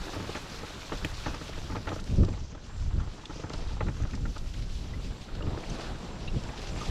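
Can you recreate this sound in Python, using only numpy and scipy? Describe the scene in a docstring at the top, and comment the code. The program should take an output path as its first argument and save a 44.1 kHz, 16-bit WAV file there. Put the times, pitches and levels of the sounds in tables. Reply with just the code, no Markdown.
"""An all-terrain board rolls down a damp forest trail, heard from a small camera on a hand-held pole.
From the start noise-driven tyres hum and crunch leaves and grit under shaped wind noise and thin top hiss,
with a faint treble ring; knocks soon climb the pole as staggered modes. After a second gusts thud on the
microphone, filtered cracks snap and gliding tones ping; the hardest gust comes at 2.2 s. The knocks run on
to 4.4 s, pause for almost a second, and return as the hum grows towards the end."""
import sys
import numpy as np
from scipy import signal
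from scipy.fft import rfft, irfft, next_fast_len
from scipy.io import wavfile
from scipy.ndimage import uniform_filter1d

SR = 44100
rng = np.random.default_rng(int(sys.argv[2]) if len(sys.argv) > 2 else 0)


def generate_wav(sig):
    """Save sig (samples, or channels by samples) to the path in sys.argv[1] as 16-bit PCM at SR."""
    pcm = np.round(np.clip(np.atleast_2d(sig).T, -1, 1) * 32767).astype(np.int16)
    wavfile.write(sys.argv[1], SR, pcm)


def boost(x):
    """Linear amplitude factor 10**(x/20) for a level x in decibels (scalar or array-like)."""
    u = np.asarray(x, float) / 20
    return 10 ** u


N = 304290  # samples

# tyres on the trail: (time [s], hum on dirt [dB], its upper part against it [dB], crunch of leaves and grit [dB])
TYRES = [(0, -43, 2, -46), (.4, -48, 3.5, -47.5), (.6, -47.5, 4.5, -47), (.87, -48.5, 4, -48.5),
         (1.3, -47.5, 4.5, -47.5), (1.65, -50, 4, -51), (2.0, -51, -0.5, -53.5), (2.25, -48.5, -3, -55),
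         (2.47, -55.5, 1, -59.5), (2.9, -54.5, 4, -58), (3.2, -51.5, 0.5, -56), (3.55, -47, -2, -52.5),
         (3.9, -53.5, 4, -56), (4.25, -55, 1, -55.5), (4.6, -54, 0, -53), (5.0, -51, -1.5, -52.5),
         (5.25, -51, -1.5, -52), (5.36, -49, -1, -55.5), (5.46, -42, -7.5, -53.5), (5.65, -43, -4.5, -49),
         (5.82, -41, -1, -47), (5.95, -45, -1, -53), (6.3, -45.5, -2.5, -52), (6.9, -43, -1, -47)]
# bumps up the pole: (time [s], level [dB], weight of the low modes [dB], weight of the top modes [dB])
KNOCKS = [(0.132, -34, -4, -8), (0.145, -33, -5, -3), (0.165, -35, 7.5, -15), (0.201, -31, -1.5, -8),
          (0.237, -39, 4, -10), (0.247, -39, -3, -2), (0.294, -29.5, 1.5, -20), (0.351, -27, 1, -5.5),
          (0.362, -32, -0.5, -7), (0.374, -35, 0, -12), (0.634, -35, 4.5, -23), (0.701, -38, 3, -12),
          (0.897, -37, -6, -8), (0.921, -24, 4, -11), (0.937, -33, 3.5, -14), (1.048, -36, 11, 4),
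          (1.261, -22, -3, -11), (1.268, -35, 6, -6), (1.281, -38.5, 9, -8), (1.343, -34, 0, -3),
          (1.414, -32.5, 4.5, -9), (1.493, -36.5, 7, -12), (1.579, -36.5, 4.5, -8), (1.7, -32, -0.5, -11),
          (1.719, -32, -9, -4), (1.734, -48, -4, -4), (1.751, -25, -3.5, -16), (1.765, -31.5, 7, -2.5),
          (1.777, -48, 4, -14), (1.873, -25, -2.5, -8), (1.883, -30, -8, -7), (1.894, -37, 3, -11),
          (1.903, -38, 5, -8), (1.918, -27.5, -2.5, -9), (1.927, -35, 7, -11), (1.962, -36, 5.5, -11),
          (1.99, -38.5, -2, 0), (2.235, -36, 3, -6), (2.283, -35.5, 10, -8.5), (2.339, -40, 0, -4),
          (2.376, -37.5, -1, -10), (2.549, -39, 2.5, -4.5), (2.907, -40, -8, -7), (2.983, -39, -4, -23),
          (3.001, -36, -8, -22), (3.034, -46, -2, -18), (3.074, -40.5, 2, -17), (3.145, -50, 8, -20),
          (3.181, -40, 4, -12), (3.192, -46, -12, -14), (3.235, -40, -16, -10), (3.297, -34, 2, -17),
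          (3.307, -36, -5, -8), (3.358, -39.5, 4, -19), (3.398, -41.5, 8, -18), (3.439, -31, 5.5, -8),
          (3.503, -28.5, -3, -14), (3.538, -31.5, 2, -14), (3.588, -42.5, 8, -14), (3.623, -42, 3, -5),
          (3.66, -43, -1, -12), (3.71, -39, 0, -21), (3.73, -40, -8, -12), (3.769, -37.5, -11, -14),
          (3.808, -24.5, 2.5, -6.5), (3.869, -36, -10, -13), (3.885, -34, 0, -4), (3.985, -49, -10, -20),
          (4.003, -40.5, 10.5, -16), (4.017, -40.5, 2, -6), (4.034, -40, 4, -3), (4.051, -39, 5.5, -10),
          (4.078, -50, -6, -13), (4.136, -36, -17, -4), (4.175, -41, 3, -14), (4.255, -35, -11, -5),
          (4.363, -30, -6, -24), (5.285, -40.5, -7, -5), (5.408, -36.5, 3.5, -14), (5.43, -39.5, 5, -12),
          (5.468, -36, 1, -9), (5.485, -36.5, 0.5, -7), (5.505, -39, 5, -8), (5.575, -32.5, 3, -8),
          (5.636, -37.5, 2, 3), (6.491, -36, -11, 1)]
# modes of pole and housing: (frequency [Hz], relative level [dB], time to fall 60 dB [s])
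POLE = [(96.3, -9, 0.067), (160.6, -13, 0.051), (300, -8, 0.036), (461, -10, 0.027), (604.6, -14, 0.039),
        (860.7, -13, 0.081), (1265.6, -9, 0.04), (1464, -31, 0.015), (1840, -9, 0.058),
        (2176, -13.5, 0.018), (2570, -13.5, 0.039), (3300, -35, 0.025)]


def line(table, column):
    """One column of a curve at every sample."""
    rows = np.array(table, float)
    return np.interp(np.arange(N) / SR, rows[:, 0], rows[:, column])


def unit(x):
    """Scale to rms 1."""
    return x / np.sqrt(np.mean(x ** 2))


def fading(t, t60):
    """Exponential decay that falls 60 dB in t60 seconds."""
    return np.exp(-np.log(1000) * t / t60)


def walk(rate):
    """Random levels held 1 / rate s and slewed twice, without slow drift; spread 1."""
    k = int(SR / rate)
    held = np.repeat(rng.standard_normal(N // k + 1), k)
    smooth = uniform_filter1d(uniform_filter1d(held, k), k)
    drift = uniform_filter1d(smooth, 5 * k)
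    return unit((smooth - drift)[:N])


def bands(x, colour, count=2):
    """Split x into soft bands, count to the octave, weighted by the colour; yields (Hz, band)."""
    size = next_fast_len(N)
    octave = np.log2(np.arange(size // 2 + 1) * SR / size + 1)  # 1 Hz is added to avoid log of 0
    hz, db = np.transpose(colour)
    below = np.minimum(octave - np.log2(hz[0]), 0)
    # under the lowest point of the colour the spectrum falls 21 dB per octave
    spectrum = rfft(x, size) * boost(np.interp(octave, np.log2(hz), db) + 21 * below)
    for centre in np.arange(np.log2(hz[0]) - 1, np.log2(hz[-1]) + 1 / count, 1 / count):
        mask = np.cos(np.pi / 2 * np.clip((octave - centre) * count, -1, 1)) ** 2
        yield 2 ** centre, irfft(spectrum * mask, size)[:N]


def grit(rate, spread_db, burst_s):
    """Contacts at random moments, many small and few large, each a short fading burst of noise."""
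    draw = rng.random((2, N))
    size = boost(np.minimum(-spread_db * np.log(1 - draw[1]), 12))
    hits = (draw[0] < rate / SR) * size
    envelope = signal.lfilter([1], [1, -np.exp(-1 / (burst_s * SR))], hits)
    return unit(envelope * rng.standard_normal(N))


def add(out, s, sound):
    """Mix a short sound in at time s."""
    i = int(s * SR)
    out[i:i + len(sound)] += sound[:max(N - i, 0)]


def scattered(count, db):
    """Random moments and levels: many faint, few stronger. Gives (s, dB, two spare draws of -0.5 to 0.5)."""
    draw = rng.random((count, 4))
    level_db = db - 2.5 * np.log(1 - .95 * draw[:, 1])
    return np.c_[draw[:, 0] * N / SR, level_db, draw[:, 2:] - .5]


def gusts():
    """Steady flow and gusts add in power, their reach weighted by it; gives (gain, reach dB, steady share)."""
    # steady air on the microphone: (time [s], level [dB], reach into the low mids [dB])
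    steady_flow = [(0, -42, -4.5), (.3, -42.5, 0), (.86, -46, -4.5), (1.0, -41.5, -9), (1.6, -40, -6),
                   (2.06, -39.5, -1.5), (2.45, -37.5, -13.5), (2.63, -48, -0.5), (2.8, -30, -19.5),
                   (3.08, -32.5, -14), (3.15, -51.5, 0), (3.5, -41, -3.5), (3.65, -34, -10), (4.4, -35, -9),
                   (4.65, -35, -9), (4.9, -35, -9), (5.2, -49.5, 2.5), (5.4, -36.5, -6), (5.7, -39.5, -1.5),
                   (6.2, -41, 1), (6.3, -37, -5), (6.5, -37.5, -5), (6.63, -41.5, -6.5), (6.9, -35, -3.5)]
    # gusts that thud on it: (time of the peak [s], half length [s], level [dB], reach into the low mids [dB])
    gust_list = [(0.955, 0.024, -41, 0), (1.045, 0.026, -34.5, -3), (1.122, 0.021, -34, -21),
                 (1.209, .02, -39, -13), (1.296, 0.029, -35.5, 2.5), (1.527, 0.027, -42, -4),
                 (1.732, 0.023, -30, -6.5), (2.133, 0.035, -25, -7), (2.212, 0.035, -16, -6.5),
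                 (2.306, 0.043, -28.5, -9), (2.423, 0.029, -34, -10), (2.76, 0.022, -37.5, -12),
                 (2.82, 0.019, -30, -8), (2.874, 0.021, -25.5, -18), (2.972, 0.028, -24.5, -10),
                 (3.009, 0.025, -30, -4), (3.057, 0.023, -33, -11.5), (3.33, 0.037, -40.5, -8),
                 (3.596, 0.045, -34, -14), (3.838, 0.01, -28, -10), (3.879, 0.027, -27, -2),
                 (4.035, 0.018, -23.5, -14.5), (4.15, 0.018, -30.5, -2), (4.21, 0.022, -31, -5.5),
                 (4.283, 0.032, -30.5, -6), (4.617, 0.043, -34, -14), (4.748, 0.022, -32, -11),
                 (4.985, 0.014, -28.5, -11), (5.086, 0.05, -32.5, -7), (5.221, 0.0087, -33, -7),
                 (5.33, .015, -37, -10), (5.389, .02, -32, -14), (5.455, .015, -31, -8),
                 (5.477, 0.019, -26, -7.5), (5.537, 0.014, -33, 1), (5.909, 0.027, -34.5, -5.5),
                 (6.29, 0.033, -32.5, -6.5), (6.362, 0.024, -26.5, -2.5), (6.445, .012, -34.5, -6),
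                 (6.49, 0.011, -36, -4), (6.753, 0.068, -35, -4), (6.9, 0.028, -28, -10)]
    eddy_db, eddies_per_s = 2, 19  # small eddies stir the steady level
    shoulder = 3.2  # how square the shoulders of a gust are
    t = np.arange(N) / SR
    power = boost(line(steady_flow, 1) + eddy_db * walk(eddies_per_s)) ** 2
    steady, reach = power.copy(), power * line(steady_flow, 2)
    for s, half, db, reach_db in gust_list:
        i = slice(max(int((s - 4 * half) * SR), 0), int((s + 4 * half) * SR))
        bump = boost(db) ** 2 * np.exp(-np.abs((t[i] - s) / half) ** shoulder)
        power[i] += bump
        reach[i] += bump * reach_db
    return np.sqrt(power), reach / power, steady / power


def wind():
    """Eddies press on the diaphragm: low noise whose upper bands follow the reach of the flow and flutter."""
    # colour of the rumble: (frequency [Hz], relative spectral level [dB])
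    wind_colour = [(20, 4.5), (45, 1.5), (70, -1), (115, -5.5), (170, -9.5), (260, -15.5), (380, -23),
                   (600, -31.5), (800, -53), (1200, -53)]
    usual_reach_db = -6.5  # the reach at which the colour holds
    lump_db, lumps_per_s = 2, 19  # the rumble above the deepest part comes in uneven lumps
    deep_lift_db, deep_swing_db = 1.2, 3.5  # steady lift and random swing of the deepest part
    deep_lag, strong_gust_db = 0.47, -33  # dB the deepest part is held back per dB of gain above this level
    gain, reach_db, calm = gusts()
    # inside gusts the random swings are reduced and the deepest part is held back, so the level curve governs
    excess_db = np.maximum(20 * np.log10(gain) - strong_gust_db, 0)
    deep_db = deep_lift_db + deep_swing_db * calm * walk(9.3) - deep_lag * excess_db
    flutter, lumps = calm * walk(30), calm * walk(lumps_per_s)
    out = 0
    for hz, band in bands(rng.standard_normal(N), wind_colour):
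        # eddies follow one another closely, so each band keeps a fairly even size over a few cycles
        local = uniform_filter1d(band ** 2, int(3 * SR / hz)) / np.mean(band ** 2)
        evened = band * (np.abs(local) + 0.46) ** -.35
        high = np.clip(np.log2(hz / 90), 0, 1.1)
        deep = np.clip(np.log2(70 / hz) / 1.17, 0, 1)
        high_db = high * (reach_db - usual_reach_db + 2.8 * flutter)
        out = out + evened * boost(high_db + deep * deep_db + lump_db * (1 - deep) * lumps)
    # the whole is evened over 60 ms, more so inside gusts
    power = uniform_filter1d(unit(out) ** 2, int(.06 * SR))
    return unit(out * (np.abs(power) + 0.12) ** (-.15 - .25 * (1 - calm))) * gain


def top_hiss(patch):
    """A smooth thin hiss at the very top, of noise in flickering bands; its top treble fades and returns."""
    # course of the hiss: (time [s], level [dB], top treble against it [dB])
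    hiss_curve = [(0, -62, -6), (1.3, -64, -6), (2.0, -68, -8), (2.2, -69, -15), (2.3, -71, -23),
                  (2.47, -87, -25), (2.75, -73, -29), (3.0, -73.5, -24), (3.5, -73, -21), (3.9, -70.5, -21),
                  (4.3, -71, -9), (4.42, -66, -13), (5.5, -75, -2), (5.8, -64.5, -19), (6.1, -74, -11),
                  (6.7, -65, -23), (6.9, -61, -13)]
    # colour of the hiss: (frequency [Hz], relative spectral level [dB])
    hiss_colour = [(7000, 7), (9000, -0.5), (10500, 2.5), (12500, 1), (15500, -7)]
    usual_treble_db = -1.5  # the top treble at which the colour holds
    treble_db, flicker, out = line(hiss_curve, 2), walk(29), 0
    for hz, band in bands(rng.standard_normal(N), hiss_colour, count=4):
        treble_share = np.clip(np.log2(hz / 10500) / 0.52, 0, 1.5)
        stir_db = 0.92 * flicker + 0.95 * patch + 0.65 * walk(4.8)
        out = out + band * boost(stir_db + (treble_db - usual_treble_db) * treble_share)
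    return unit(out) * boost(line(hiss_curve, 1))


def ring():
    """A faint thin ring: noise through a narrow treble resonance, coming and going."""
    # level of the ring: (time [s], level [dB])
    ring_curve = [(0, -73), (2, -71), (2.6, -69.5), (3.3, -70), (4, -72), (5.5, -73), (6.2, -67),
                  (6.9, -66)]
    ring_hz, width_hz = 7390, 120
    narrow = signal.iirpeak(ring_hz, ring_hz / width_hz, fs=SR)
    tone = signal.lfilter(*narrow, rng.standard_normal(N))
    return unit(tone * boost(3.1 * walk(10))) * boost(line(ring_curve, 1))


def pings():
    """Small stones ping off metal parts: short scratchy tones that swell, slide up a little and fade."""
    # stones on metal: (time [s], level [dB], pitch [Hz], time to fall 60 dB [s])
    ping_list = [(1.046, -29, 1730, 0.013), (1.047, -23.5, 2420, 0.0072), (1.047, -41, 7140, 0.017),
                 (3.255, -35.5, 3400, 0.012), (4.09, -50, 1280, 0.044), (4.933, -43.5, 2000, 0.046),
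                 (5.288, -44.5, 1400, .03), (5.421, -40.5, 2900, 0.03), (5.698, -42, 6100, 0.03),
                 (6.275, -37.5, 2670, 0.05), (6.275, -42.5, 3860, 0.046), (6.533, -37, 850, 0.025),
                 (6.809, -35, 1240, 0.063)]
    out, t = np.zeros(N), np.arange(int(.1 * SR)) / SR
    noise = rng.standard_normal((len(ping_list), len(t)))
    chance = uniform_filter1d(noise, 40, axis=1) * np.sqrt(40)
    for (s, db, hz, t60), stagger in zip(ping_list, chance):
        swell = (1 - np.exp(-t / (0.07 * t60))) ** 2 * fading(t, t60)
        pitch = hz * (1 + .06 * stagger + .1 * (t / t60 - .2))
        tone = np.sin(2 * np.pi * np.cumsum(pitch) / SR)
        add(out, s, boost(db) * swell / swell.max() * tone)
    return out


def snaps():
    """Twigs and grit snap: broad, sudden cracks that die in hundredths of a second; the housing dulls their top."""
    # snaps near the board: (time [s], level [dB], centre [Hz], time to fall 60 dB [s])
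    snap_list = [(1.046, -25.5, 2300, 0.029), (1.1495, -40, 4500, 0.03), (1.345, -35, 3950, 0.028),
                 (1.53, -34.5, 1820, 0.037), (1.871, -32, 1830, 0.031), (1.8903, -29, 2030, 0.025),
                 (1.998, -37, 4260, 0.028), (2.005, -42, 7000, .015), (2.04, -37, 6000, .015),
                 (2.158, -41, 6000, .015), (2.234, -45, 4700, .015), (2.2477, -35.5, 3530, 0.03),
                 (2.405, -43, 3000, .015), (2.288, -36, 2620, 0.015), (3.255, -35, 3300, 0.022),
                 (3.335, -47, 3500, 0.014), (3.496, -34.5, 3820, 0.015), (3.533, -32.5, 3420, 0.035),
                 (4.11, -40, 3500, .015), (4.15, -38, 4800, 0.036), (4.256, -45, 2500, .015),
                 (4.3788, -37.5, 4120, 0.042), (4.695, -47, 2800, 0.025), (5.35, -38, 2770, 0.046),
                 (5.425, -41, 2900, .025), (5.697, -39, 5760, 0.016), (6.4358, -35, 3650, 0.025),
                 (6.5756, -35, 3040, 0.028), (6.644, -38, 2600, 0.02), (6.6705, -32.5, 2800, 0.03)]
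    small_db, small_hz, small_t60_s = 7.5, 2980, 0.039  # random snaps: least dB over the crunch, middle Hz and t60
    # fine treble thrown off by a hard snap; it falls spray_slope dB per dB of weaker snap
    spray_db, spray_slope, hard_snap_db = -54, 5.6, -28
    out, spray, t = np.zeros(N), np.zeros(N), np.arange(int(.05 * SR)) / SR
    crunch_db = line(TYRES, 3)
    small = [(s, db + crunch_db[int(s * SR)], small_hz * 2 ** (1.25 * a), small_t60_s * 2 ** b)
             for s, db, a, b in scattered(count=30, db=small_db)]
    chance = rng.standard_normal((len(snap_list) + len(small), len(t)))
    hard_break = 1.5 * (np.arange(len(t)) == 40)  # one hard break amid the splinters
    for (s, db, hz, t60), noise in zip(snap_list + small, chance):
        wide = signal.butter(2, [hz / 1.6, hz * 1.7], "bandpass", fs=SR, output="sos")
        fade = (1 - np.exp(-t / 0.0011)) * fading(t, max(t60, .005))
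        crack = fade * signal.sosfilt(wide, noise + hard_break)
        add(out, s, boost(db) * crack / np.abs(crack).max())
        add(spray, s, boost(spray_db + spray_slope * (db - hard_snap_db)) * fade * noise)
    dull = signal.butter(3, 7200, fs=SR, output="sos")
    treble = signal.butter(2, [8000, 14500], "bandpass", fs=SR, output="sos")
    return signal.sosfilt(dull, out) + signal.sosfilt(treble, spray)


def crunch(patch):
    """Leaves and grit crushed under the tyres: broad crackle in patches, small grains each in their own band."""
    # the crunch turns brighter and duller with the ground: (time [s], lift near 6 kHz [dB])
    bright_curve = [(0, -1.5), (1, -2), (1.9, 1), (2.1, 2), (2.6, 6.5), (3.2, 1.5), (4, 2.5), (4.7, 1.5),
                    (5.3, -5), (6, -2.5), (6.9, -1)]
    # colour of the crunch: (frequency [Hz], relative spectral level [dB])
    crunch_colour = [(1000, -20), (1800, -8.5), (2600, -3), (4500, -3), (6000, -5.5), (7800, -15.5),
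                     (8800, -22), (12000, -38)]
    out, bright_db = 0, line(bright_curve, 1)
    drive = rng.standard_normal(N) + .5 * grit(120, 2.1, 0.0094)
    for hz, band in bands(drive, crunch_colour, count=3):
        grains = 1 + 0.41 * np.abs(uniform_filter1d(np.abs(grit(70, 4, 0.008)), 90))
        lift_db = bright_db * np.exp(-(np.log2(hz / 5800) / 0.24) ** 2)
        out = out + band * grains * boost(1.44 * patch + .7 * walk(7.4) + lift_db)
    return unit(out) * boost(line(TYRES, 3))


def jolts():
    """Each bump shakes the board: a gain for the hum that jumps and fades."""
    jolt_db, jolt_t60_s = -14, 0.1  # jump against the level of the knock, and its fading
    kicks = np.zeros(N)
    for s, db, _, _ in KNOCKS:
        kicks[int(s * SR)] = boost(db + jolt_db)
    decay = np.exp(-np.log(1000) / (jolt_t60_s * SR))
    return uniform_filter1d(signal.lfilter([1], [1, -decay], kicks), 200)


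def hum():
    """Tread knobs and small bumps shake the board: noise with lumps, duller on soft ground."""
    # colour of the hum: (frequency [Hz], relative spectral level [dB])
    hum_colour = [(120, -21), (300, -3), (600, -6.5), (860, -7.5), (1050, -8.5), (1250, -8.5), (1550, -10),
                  (2200, -17.5), (3500, -20)]
    usual_upper_db = 2.5  # the upper part at which the colour holds
    shake, upper_db = walk(18), line(TYRES, 2) + 0.41 * walk(20)
    drive = rng.standard_normal(N) + 0.76 * grit(400, 4.8, 0.0022)
    out = 0
    for hz, band in bands(drive, hum_colour, count=3):
        share = np.clip(np.log2(hz / 700), 0, 1)
        out = out + band * boost(share * (upper_db - usual_upper_db) + 0.53 * shake + walk(11))
    return unit(out) * np.hypot(boost(line(TYRES, 1)), jolts())


def knock(chance, low_db, top_db):
    """Bending waves climb the pole: each mode swells and fades, the lower the later, roughened by rattling joints."""
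    chatter_db, chatter_s = 3, 0.0022  # loose joints chop the upper modes into crackles: depth and length
    hz, db, t60 = np.transpose(POLE)[:, :, None]
    t = np.arange(chance.shape[-1]) / SR
    db = db + low_db * (hz < 700) + top_db * (hz > 1600) + 2.26 * chance[0, :, :1]
    rise = 0.0023 * (1250 / hz) ** 0.58
    swell = (1 - np.exp(-t / rise)) ** 2 * fading(t, t60)
    # the pitch of each mode staggers as the joints open and close
    stagger = uniform_filter1d(chance[1], 60, axis=1) * np.sqrt(60)
    turns = np.cumsum(hz * (1 + 0.1 * stagger), axis=1) / SR
    tone = np.sin(2 * np.pi * turns + np.pi * chance[0, :, 1:2])
    span = max(int(chatter_s * SR), 1)
    smooth = uniform_filter1d(uniform_filter1d(chance[0, 0], span), span)
    db = db + chatter_db * np.clip(unit(smooth), -2, 1) * (hz > 700)
    return np.sum(boost(db) * swell / swell.max(axis=1, keepdims=True) * tone, axis=0)


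def knocks():
    """Clear and little bumps, each shaking the same pole a little differently."""
    small_db, small_top_db, small_spread_s = -52.5, -6, .2  # least level, middle top weight, spread either way
    out = np.zeros(N)
    # little bumps crowd round every third clear one
    near = np.resize(np.array(KNOCKS)[::3, 0], 24)
    small = []
    for s_near, (s, db, a, b) in zip(near, scattered(count=24, db=small_db)):
        moment = s_near + small_spread_s * (2 * s * SR / N - 1)
        small.append((max(moment, 0), db, 16 * a, small_top_db + 12 * b))
    # two rows of draws for every mode of every knock
    chance = rng.standard_normal((len(KNOCKS) + len(small), 2, len(POLE), int(.1 * SR)))
    for (s, db, low_db, top_db), c in zip(KNOCKS + small, chance):
        add(out, max(s - .003, 0), boost(db) * knock(c, low_db, top_db))  # the swell starts 3 ms ahead
    return signal.sosfilt(signal.butter(4, 5000, fs=SR, output="sos"), out)


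def scene():
    """All sources on one microphone; crunch and top hiss swell in the same patches."""
    patch = walk(20)
    background = wind() + top_hiss(patch) + ring()
    debris = pings() + snaps() + crunch(patch)
    board = hum() + knocks()
    return (background + debris + board)[None]


def low_pass(x):
    """Removes everything above the highest recorded frequency."""
    return signal.sosfilt(signal.butter(12, 15700, fs=SR, output="sos"), x)


def record(dry):
    """The microphone's mix is already finished and is handed on."""
    return low_pass(dry)


dry = scene()
out = record(dry)
generate_wav(out)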